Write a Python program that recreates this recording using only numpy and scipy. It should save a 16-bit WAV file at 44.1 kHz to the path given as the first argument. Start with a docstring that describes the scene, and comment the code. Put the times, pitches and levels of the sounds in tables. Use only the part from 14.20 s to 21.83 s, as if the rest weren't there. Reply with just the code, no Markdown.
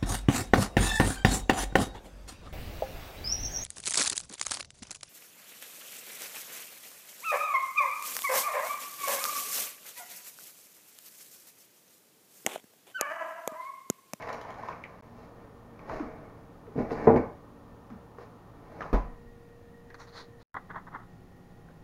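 """In a small kitchen, a man rustles a crinkly package and rummages in an open refrigerator.
Rubbing is modelled as clumped slips filtered by surface tones; knocks and the door as damped modes and noise.
A drawer knocks home hollowly, the door shuts with a click and a deep thump, and fingers rub on a camera.
The compressor's steady sines, narrow-band singing and coloured air noise run beneath.
The sound drops out twice, the second time returning with a click."""
import sys
import numpy as np
from scipy import signal
from scipy.io import wavfile

SR = 44100
rng = np.random.default_rng(int(sys.argv[2]) if len(sys.argv) > 2 else 0)


def store_wav(level_fs):
    """Save 16-bit WAV to argv[1]."""
    pcm = np.round(np.clip(np.atleast_2d(level_fs), -1, 1) * 32767)
    wavfile.write(sys.argv[1], SR, pcm.T.astype(np.int16))


N = 336703
TIME = np.arange(N) / SR  # s

# Package squeezed, turned and put down: peak_s, rise_s, fall_s, body_db, crackle_db
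PACKAGE_STROKES = [(.14, 0.4, 0.13, -39.5, -62.5), (.32, 0.12, 0.051, -44.5, -70),
                   (.48, 0.18, 0.11, -43.5, -65.5), (.72, 0.32, 0.22, -54.5, -78)]
# Spectrum of the package body: frequency_hz, level_db
PACKAGE_SPECTRUM = [(60, -19), (130, -32), (260, -1), (350, -16), (430, 1), (700, 1), (1050, -2),
                    (1450, -10), (2250, -10.5), (3200, -43.5), (5000, -61)]
# Film buckling: start_s, peak_db (before the kitchen's reverberation)
FILM_BUCKLES = [(0.0218, -44), (0.091, -41.5), (0.1288, -38), (0.2133, -41), (0.304, -45), (0.342, -49)]
# Spectrum of a film snap: frequency_hz, level_db
FILM_SPECTRUM = [(1000, -16), (2400, 11), (3200, 11), (5000, 5), (7000, 3), (7900, -18), (9000, -9),
                 (12500, -7), (15000, -23)]
BUCKLE_DECAY_S = 0.004  # time constant

# Plastic on plastic, as a hand reaches in, a container is pushed along a shelf, the drawer jerks loose,
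# runs in and rides over its stop, and the door swings: peak_s, rise_s, fall_s, body_db, scrape_db
SLIDING_STROKES = [(1.04, 0.2, 0.075, -51.5, -73), (1.22, 0.22, 0.13, -54.5, -80),
                   (1.78, 0.37, 0.57, -46, -79), (1.733, 0.1, .11, -35, -60.5),
                   (2.592, 0.035, .05, -33, -61), (2.722, .016, 0.032, -39.5, -55),
                   (2.82, 0.27, 0.18, -35, -64.5), (2.964, 0.012, 0.037, -29.5, -62),
                   (4.015, 0.049, 0.056, -49, -68.5), (4.65, 0.28, 0.099, -43, -69.5)]
# Spectrum of the sliding body: frequency_hz, level_db
SLIDING_SPECTRUM = [(40, -3), (120, -2.5), (240, -0.5), (310, 5), (370, -8.5), (445, 7), (520, -3),
                    (600, -1), (700, -1), (900, -4.5), (1200, -10.5), (1500, -14.5), (2300, -16.5),
                    (3200, -50.5), (6000, -71)]
# Bright spectrum shared by package crackle and sliding scrape: frequency_hz, level_db
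SCRAPE_SPECTRUM = [(1500, -27), (2600, 8), (3200, -0.5), (4500, 8), (7000, -2), (7900, -17), (9000, -11.5),
                   (12500, -12.5), (16000, -26.5)]

# Drawer knocking in its runners: start_s, level_db, contact_brightness_hz
DRAWER_KNOCKS = [(2.556, -33, 300), (2.577, -28, 410), (2.603, -28.5, 800), (2.712, -31.5, 1500),
                 (2.8705, -12.5, 1696), (2.895, -24, 2200), (2.914, -23.5, 1600), (2.940, -23, 700),
                 (2.960, -24.5, 300), (2.992, -30.5, 800)]
# Modes of plastic drawer and liner: frequency_hz, level_db, t60_s
LINER_MODES = [(90.5, -8.5, 0.25), (151.6, -2.5, 0.22), (210, -4, 0.25), (243, 4, 0.2), (268, 5.5, 0.1),
               (339.4, -8, 0.31), (450.3, 8.5, 0.2), (592.4, -2, 0.36), (728, 0.5, 0.12), (818, -7, 0.43),
               (896, -19.5, 0.19), (1013, -9, 0.37), (1016, -23, 0.4), (1156, -20.5, 0.64),
               (1448, -25.5, 0.38), (1800, -25, 0.39)]
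# Dense response of drawer and room: frequency_hz, level_db
LINER_SPECTRUM = [(40, -31.5), (110, -7.5), (250, -0.5), (380, 5), (600, 2.5), (1000, -5), (1400, -15),
                  (2200, -17), (3000, -37.5), (6500, -35.5), (9000, -43), (16000, -49)]

# Door meeting its gasket: start_s, level_db, contact_brightness_hz
DOOR_BLOWS = [(4.7295, -27.5, 6000), (4.737, -27, 4060)]
# Modes of door and cabinet: frequency_hz, level_db, t60_s
DOOR_MODES = [(167, -19, 0.9), (241, 13, 0.29), (509, 5, 0.22), (527, 6, 0.21), (684, -30, 0.37),
              (768, -9, .29), (1000, 9.5, 0.38), (1070, 1, 0.21), (1087, -10.5, 0.8), (1570, -21, 0.22)]
# Dense response of door and room: frequency_hz, level_db
DOOR_SPECTRUM = [(30, 9), (100, 0.5), (250, 6.5), (340, -1.5), (550, 1.5), (1100, -4.5), (1500, -13.5),
                 (2200, -16), (3200, -28), (6500, -28.5), (8000, -43), (12500, -28), (16000, -53)]
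# Whole cabinet rocking: start_s, frequency_hz, level_db, t60_s
CABINET_ROCKING = [(4.737, 43.5, -15, 0.274), (4.741, 29.9, -34, 0.86)]

# Light contacts of containers, door and camera: start_s, level_db, ring_hz, ring_relative_db
LIGHT_CONTACTS = [(0.025, -50.5, 2000, 12), (0.089, -42, 1890, -4), (0.2496, -47, 946, 6.5),
                  (0.302, -50.5, 1100, -24), (.385, -47, 786, 8), (0.433, -43.5, 990, 6),
                  (.486, -37.5, 980, 2), (.527, -54, 2250, 3), (0.6386, -45, 2140, 12),
                  (1.592, -55, 2150, -4), (1.696, -40.5, 875, -1), (1.797, -33.5, 300, 10.5),
                  (1.828, -42, 240, 15), (2.468, -48.5, 410, 12), (2.707, -45.5, 2220, -10.5),
                  (2.959, -49.5, 2030, 5), (3.702, -44.5, 223, 10), (3.985, -46, 452, 5),
                  (4.607, -40.5, 1620, -1), (4.618, -39.5, 1100, 3), (4.624, -56, 2730, -0.5),
                  (5.702, -56.5, 1780, 16), (7.373, -65, 1482, -11), (7.486, -60.5, 1360, 0)]
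# Spectrum of the contact snap: frequency_hz, level_db
CONTACT_SPECTRUM = [(100, 3), (300, 4), (1100, 11), (2300, -7), (3200, -20), (6500, -21), (8000, -53),
                    (12000, -39), (16000, -48)]
# Added damping by the support (s to fall 60 dB) and by the material (cycles to fall 60 dB)
CONTACT_T60_S, CONTACT_T60_CYCLES = 0.6, 760

# Fingers brushing the camera shell: peak_s, rise_s, fall_s, body_db, hiss_db, thin_hiss_db
BRUSH_STROKES = [(5.703, 0.0034, 0.012, -58, -71, -72), (5.745, 0.0035, 0.022, -48, -61.5, -71),
                 (5.812, 0.034, .055, -50, -61, -62), (5.88, 0.014, 0.038, -56, -61, -82),
                 (5.982, 0.063, 0.07, -45.5, -48.5, -66), (6.22, 0.03, .035, -60, -65.5, -78)]
# Spectrum of the brushing body: frequency_hz, level_db
BRUSH_SPECTRUM = [(300, -4), (700, -2.5), (1100, 4.5), (1500, 0.5), (1950, -0.5), (2500, -13), (3500, -40)]
# Spectrum of the brushing hiss: frequency_hz, level_db
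BRUSH_HISS_SPECTRUM = [(2500, -29), (3400, -4.5), (4300, 3.5), (5300, -8.5), (6600, -18), (7900, -33),
                       (9000, -27), (12000, -34), (16000, -48)]
# Spectrum of the thin brushing hiss: frequency_hz, level_db
THIN_HISS_SPECTRUM = [(4000, -19), (5400, -1), (6200, -3), (7000, -6), (7800, -25), (10000, -24),
                      (15000, -40)]
# Fingers slipping as they grip the camera: peak_s, rise_s, fall_s, level_db
GRIP_STROKES = [(6.354, 0.025, 0.0062, -37.5), (6.365, 0.0027, 0.016, -33), (6.377, .005, 0.027, -40.5),
                (6.506, 0.014, 0.026, -38.5), (6.56, 0.029, 0.053, -38), (6.677, .015, 0.02, -45.5),
                (6.759, 0.045, 0.018, -38.5), (6.8, .03, 0.061, -50)]
# Spectrum of the gripping slips: frequency_hz, level_db
GRIP_SPECTRUM = [(200, -7.5), (600, -10), (850, 1.5), (1150, 3), (1600, -3.5), (2000, -3), (2300, -29),
                 (2900, -34), (3400, -25), (4800, -46), (9000, -63)]

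# Compressor tones: frequency_hz, door_open_db, door_shut_db, camera_lifted_db
COMPRESSOR_TONES = [(113.3, -61, -63.5, -61.5), (363, -85, -100, -67.5), (470, -66.5, -58, -71.5),
                    (720, -78.5, -71, -71.5), (810, -80, -80, -70.5)]
# Refrigerant flow singing in pipes and panels:
# frequency_hz, width_hz, door_open_db, door_shut_db, camera_lifted_db
PIPE_RESONANCES = [(169, 27, -64.5, -68.5, -58.5), (182, 4.2, -64.5, -66.5, -63), (235.1, 9, -63, -65, -76),
                   (286, 1.4, -66.5, -72.5, -78), (1420, 16, -95, -77.5, -78), (1812, 73, -75, -73.5, -78),
                   (1887, 14, -84, -72.5, -75.5)]
# Door shutting, then camera lifting, start and end of each: time_s
STAGE_TIMES = [4.7, 4.85, 6.3, 6.45]

# Fan rush with the door open: frequency_hz, level_db
OPEN_AIR_SPECTRUM = [(12, -28), (20, 2), (91, 2), (173, -2), (210, -3.5), (238, -2.5), (439, -5),
                     (472, -1.5), (508, -10), (547, -2.5), (649, -9.5), (771, -7), (1230, -9.5),
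                     (1730, -24), (7000, -37), (9100, -71.5), (15400, -120)]
# Fan rush with the door shut: frequency_hz, level_db
SHUT_AIR_SPECTRUM = [(20, 0), (60, -6), (95, -4), (140, -5.5), (180, -11), (260, -7), (320, -12.5),
                     (500, -13), (700, -19), (1100, -20.5), (1600, -29.5), (1850, -26), (2100, -30.5),
                     (3000, -35), (7000, -41.5), (9000, -69)]
# Microphone hiss: frequency_hz, level_db
MICROPHONE_SPECTRUM = [(5000, -29.5), (6600, -6.5), (7200, -4.5), (7900, -9), (8700, -3), (12000, -3),
                       (13000, -4.5), (16000, -4)]
OPEN_AIR_DB, SHUT_AIR_DB, MICROPHONE_DB = -53, -54, -77.0

# Reverberation of the kitchen, before each use stretches it: frequency_hz, t60_s
KITCHEN_DECAY = [(60, 1), (250, 0.3), (1000, 0.63), (3000, 0.49), (8000, 0.43), (16000, 0.18)]
# Moments when the sound drops out: start_s, end_s
DROPOUT_TIMES = [(.81, .824), (6.23, 6.343)]
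DROPOUT_DB, RETURN_CLICK_DB, BAND_EDGE_HZ = -50, -37.5, 15850

STROKE_EDGE_DB = -20  # level relative to a stroke's peak, one rise time before it or one fall time after
CLUMP_S = 0.018  # spacing of the random values that set slip strength
SPREAD_S = 0.0015  # time constant with which a blow spreads through the panels


def gain_of(db):
    """Level law: decibels become an amplitude ratio."""
    return 10 ** (np.asarray(db) / 20)


def evened(x):
    """Power normalisation: scales a sound to rms 1."""
    return x / np.sqrt(np.mean(x ** 2) + 1e-20)


def punch(x):
    """Onset normalisation: scales a blow to rms 1 over its first 30 ms."""
    onset = x[:round(0.03 * SR)]
    return x / np.sqrt(np.mean(onset ** 2) + 1e-20)


def read(points, hz):
    """Logarithmic pitch scale: interpolates a spectrum along log frequency."""
    point_hz, value = np.transpose(points)
    return np.interp(np.log(hz + 1), np.log(point_hz + 1), value)


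def add(mix, start_s, sound):
    """Superposition: adds a sound to the mix from its starting time."""
    part = mix[max(round(start_s * SR), 0):][:len(sound)]
    part += sound[:len(part)]


def colour(x, points, size=4096):
    """Minimum-phase filtering: a causal response with the given spectrum and unit energy."""
    hz = abs(np.fft.fftfreq(size, 1 / SR))
    log_gain = np.log(gain_of(read(points, hz)))
    response = np.exp(np.conj(signal.hilbert(log_gain)))  # phase follows from the log gain
    taps = np.fft.ifft(response).real[:size // 2]
    return signal.oaconvolve(x, taps / np.linalg.norm(taps))[:len(x)]


def dying(stretch):
    """Frequency-dependent absorption: one second of noise dies at its own rate in each band."""
    hz, t, bands = signal.stft(rng.standard_normal(SR), SR, nperseg=256)
    t60_s = stretch * read(KITCHEN_DECAY, hz)[:, None]
    return signal.istft(bands * gain_of(-60 * t / t60_s), SR, nperseg=256)[1][:SR]


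def reverberate(x, wet_db):
    """Diffuse reflection: hard cupboards and walls add a decaying tail to the direct sound."""
    buildup = np.minimum(np.arange(SR) / SR / 0.00087, 1)  # the tail builds up over 0.87 ms
    tail = dying(0.76) * buildup
    wet = signal.oaconvolve(x, tail / np.linalg.norm(tail))[:N]
    return (x + gain_of(wet_db) * wet) / np.hypot(1, gain_of(wet_db))


def ring(modes):
    """Modal vibration: damped sines of random phase swell quickly and ring for one second."""
    t = np.arange(SR) / SR
    total = np.zeros(SR)
    for hz, db, t60_s in modes:
        total += gain_of(db - 60 * t / t60_s) * np.sin(2 * np.pi * (hz * t + rng.random()))
    return (1 - np.exp(-t / SPREAD_S)) * total


def friction(strokes, spectra, per_s, spread_db, roundness, clump_db):
    """Stick-slip friction: uneven clumps of tiny slips excite one spectrum per level column."""
    occurs = rng.random(N) < per_s / SR
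    size = gain_of(spread_db * np.minimum(rng.exponential(1, N), 4)) * occurs
    clumps = np.interp(TIME / CLUMP_S, np.arange(N), rng.standard_normal(N))
    slips = evened(size * gain_of(clump_db * clumps) * rng.choice([-1, 1], N))
    power = np.zeros((len(spectra), N))
    for peak_s, rise_s, fall_s, *levels_db in strokes:
        away = np.maximum((peak_s - TIME) / rise_s, (TIME - peak_s) / fall_s)
        near = away < 2
        stroke_db = np.array(levels_db)[:, None] + STROKE_EDGE_DB * away[near] ** roundness
        power[:, near] += gain_of(stroke_db) ** 2
    return sum(colour(slips * np.sqrt(p), spectrum) for p, spectrum in zip(power, spectra))


def blows(rows, modes, wash, wash_db, stretch, crack):
    """Impact excitation: each contact rings clear modes and a dense wash of panels and room."""
    out, t = np.zeros(N), np.arange(SR) / SR
    for start_s, db, bright_hz in rows:
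        strike = dying(stretch) * (1 + crack * np.exp(-t / 0.033))
        sound = punch(ring(modes)) + gain_of(wash_db) * punch(colour(strike, wash))
        pole = np.exp(-2 * np.pi * bright_hz / SR)  # a longer, softer contact cuts more treble
        softened = signal.lfilter([1], np.poly([pole, pole]), sound)
        add(out, start_s, gain_of(db) * punch(softened))
    return out


def package():
    """Stick-slip friction: strokes of the package give a body tone and a bright crackle."""
    return friction(PACKAGE_STROKES, [PACKAGE_SPECTRUM, SCRAPE_SPECTRUM],
                    per_s=600, spread_db=2.0, roundness=1.65, clump_db=1.9)


def buckling_film():
    """Snap-through buckling: each buckle of the film is a bright noise burst of a few milliseconds."""
    out, t = np.zeros(N), np.arange(SR // 10) / SR
    for start_s, peak_db in FILM_BUCKLES:
        burst = rng.standard_normal(len(t)) * np.exp(-t / BUCKLE_DECAY_S)
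        snap = colour(burst, FILM_SPECTRUM)
        add(out, start_s, gain_of(peak_db) * snap / abs(snap).max())
    return out


def sliding():
    """Stick-slip friction: plastic sliding on plastic gives a body tone and a scrape."""
    return friction(SLIDING_STROKES, [SLIDING_SPECTRUM, SCRAPE_SPECTRUM],
                    per_s=1200, spread_db=1.5, roundness=1.44, clump_db=1.3)


def rummaging():
    """Reverberant superposition: package, film and sliding plastic share the kitchen's tail."""
    return reverberate(package() + buckling_film() + sliding(), wet_db=-2)


def drawer():
    """Impact excitation: knocks in the runners ring the hollow drawer and liner."""
    return blows(DRAWER_KNOCKS, LINER_MODES, LINER_SPECTRUM, wash_db=-2.5, stretch=0.74, crack=0.9)


def door():
    """Impact and rigid-body motion: the door lands on its gasket and trapped air rocks the cabinet."""
    out = blows(DOOR_BLOWS, DOOR_MODES, DOOR_SPECTRUM, wash_db=7.5, stretch=0.88, crack=1.4)
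    t = np.arange(SR) / SR
    for start_s, hz, db, t60_s in CABINET_ROCKING:
        add(out, start_s, gain_of(db - 60 * t / t60_s) * np.sin(2 * np.pi * hz * t))
    return out


def light_contacts():
    """Damped resonance: each contact is a noise snap with the room's answer plus a narrow ringing band."""
    out, t = np.zeros(N), np.arange(SR) / SR
    for start_s, db, hz, ring_db in LIGHT_CONTACTS:
        strike = dying(0.95) * (1 + 3 * np.exp(-t / 0.0021))
        snap = punch(colour(strike, CONTACT_SPECTRUM))
        band = signal.butter(2, [hz / 1.11, hz * 1.11], "bandpass", fs=SR)
        cluster = signal.lfilter(*band, strike)
        damping = 1 / CONTACT_T60_S + hz / CONTACT_T60_CYCLES  # higher rings die sooner
        cluster = cluster * gain_of(-60 * t * damping)
        add(out, start_s, gain_of(db) * punch(snap + gain_of(ring_db) * punch(cluster)))
    return out


def fingers():
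    """Stick-slip friction: skin brushes and grips the camera shell, close and nearly dry."""
    brush = friction(BRUSH_STROKES, [BRUSH_SPECTRUM, BRUSH_HISS_SPECTRUM, THIN_HISS_SPECTRUM],
                     per_s=2700, spread_db=2.0, roundness=1.77, clump_db=2.0)
    grip = friction(GRIP_STROKES, [GRIP_SPECTRUM],
                    per_s=1700, spread_db=0.4, roundness=1.53, clump_db=-0.3)
    return reverberate(brush + grip, wet_db=-20)


def standing_wave_gain(open_db, shut_db, lifted_db):
    """Standing waves: the level shifts when the door shuts and when the camera is lifted."""
    return gain_of(np.interp(TIME, STAGE_TIMES, [open_db, shut_db, shut_db, lifted_db]))


def compressor():
    """Periodic vibration: the compressor hums in several steady sines."""
    out = np.zeros(N)
    for hz, *levels_db in COMPRESSOR_TONES:
        tone = np.sqrt(2) * np.sin(2 * np.pi * (hz * TIME + rng.random()))  # rms 1
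        out += standing_wave_gain(*levels_db) * tone
    return out


def singing_pipes():
    """Resonance under turbulence: flow noise excites narrow, wavering bands in pipes and panels."""
    out = np.zeros(N)
    for hz, width_hz, *levels_db in PIPE_RESONANCES:
        edges_hz = [hz - width_hz / 2, hz + width_hz / 2]
        pipe = signal.butter(2, edges_hz, "bandpass", fs=SR, output="sos")
        flow = signal.sosfilt(pipe, rng.standard_normal(N + SR))[SR:]  # drop the filter's build-up
        out += standing_wave_gain(*levels_db) * evened(flow)
    return out


def air():
    """Broadband noise: the fan's rush is muffled as the door shuts, over steady microphone hiss."""
    opened = np.interp(TIME, STAGE_TIMES[:2], [1, 0])
    rush = gain_of(OPEN_AIR_DB) * colour(rng.standard_normal(N), OPEN_AIR_SPECTRUM)
    muffled = gain_of(SHUT_AIR_DB) * colour(rng.standard_normal(N), SHUT_AIR_SPECTRUM)
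    hiss = gain_of(MICROPHONE_DB) * colour(rng.standard_normal(N), MICROPHONE_SPECTRUM)
    return np.sqrt(opened) * rush + np.sqrt(1 - opened) * muffled + hiss


def scene():
    """Superposition: every source adds at the listening point on the counter."""
    handling = rummaging() + drawer() + door() + light_contacts() + fingers()
    background = compressor() + singing_pipes() + air()
    return (handling + background)[None]


def record(dry):
    """Gating and band limiting: two dropouts, a click ending the second, then a low-pass filter."""
    live = np.ones(N)
    for start_s, end_s in DROPOUT_TIMES:
        live[(TIME > start_s) & (TIME < end_s)] = gain_of(DROPOUT_DB)
    return_sample = round(DROPOUT_TIMES[-1][1] * SR)
    click = gain_of(RETURN_CLICK_DB) * signal.unit_impulse(N, return_sample)
    lowpass = signal.firwin(511, BAND_EDGE_HZ, window=("kaiser", 9), fs=SR)
    return signal.oaconvolve(dry * live + click, lowpass[None], "same")


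dry = scene()
out = record(dry)
store_wav(out)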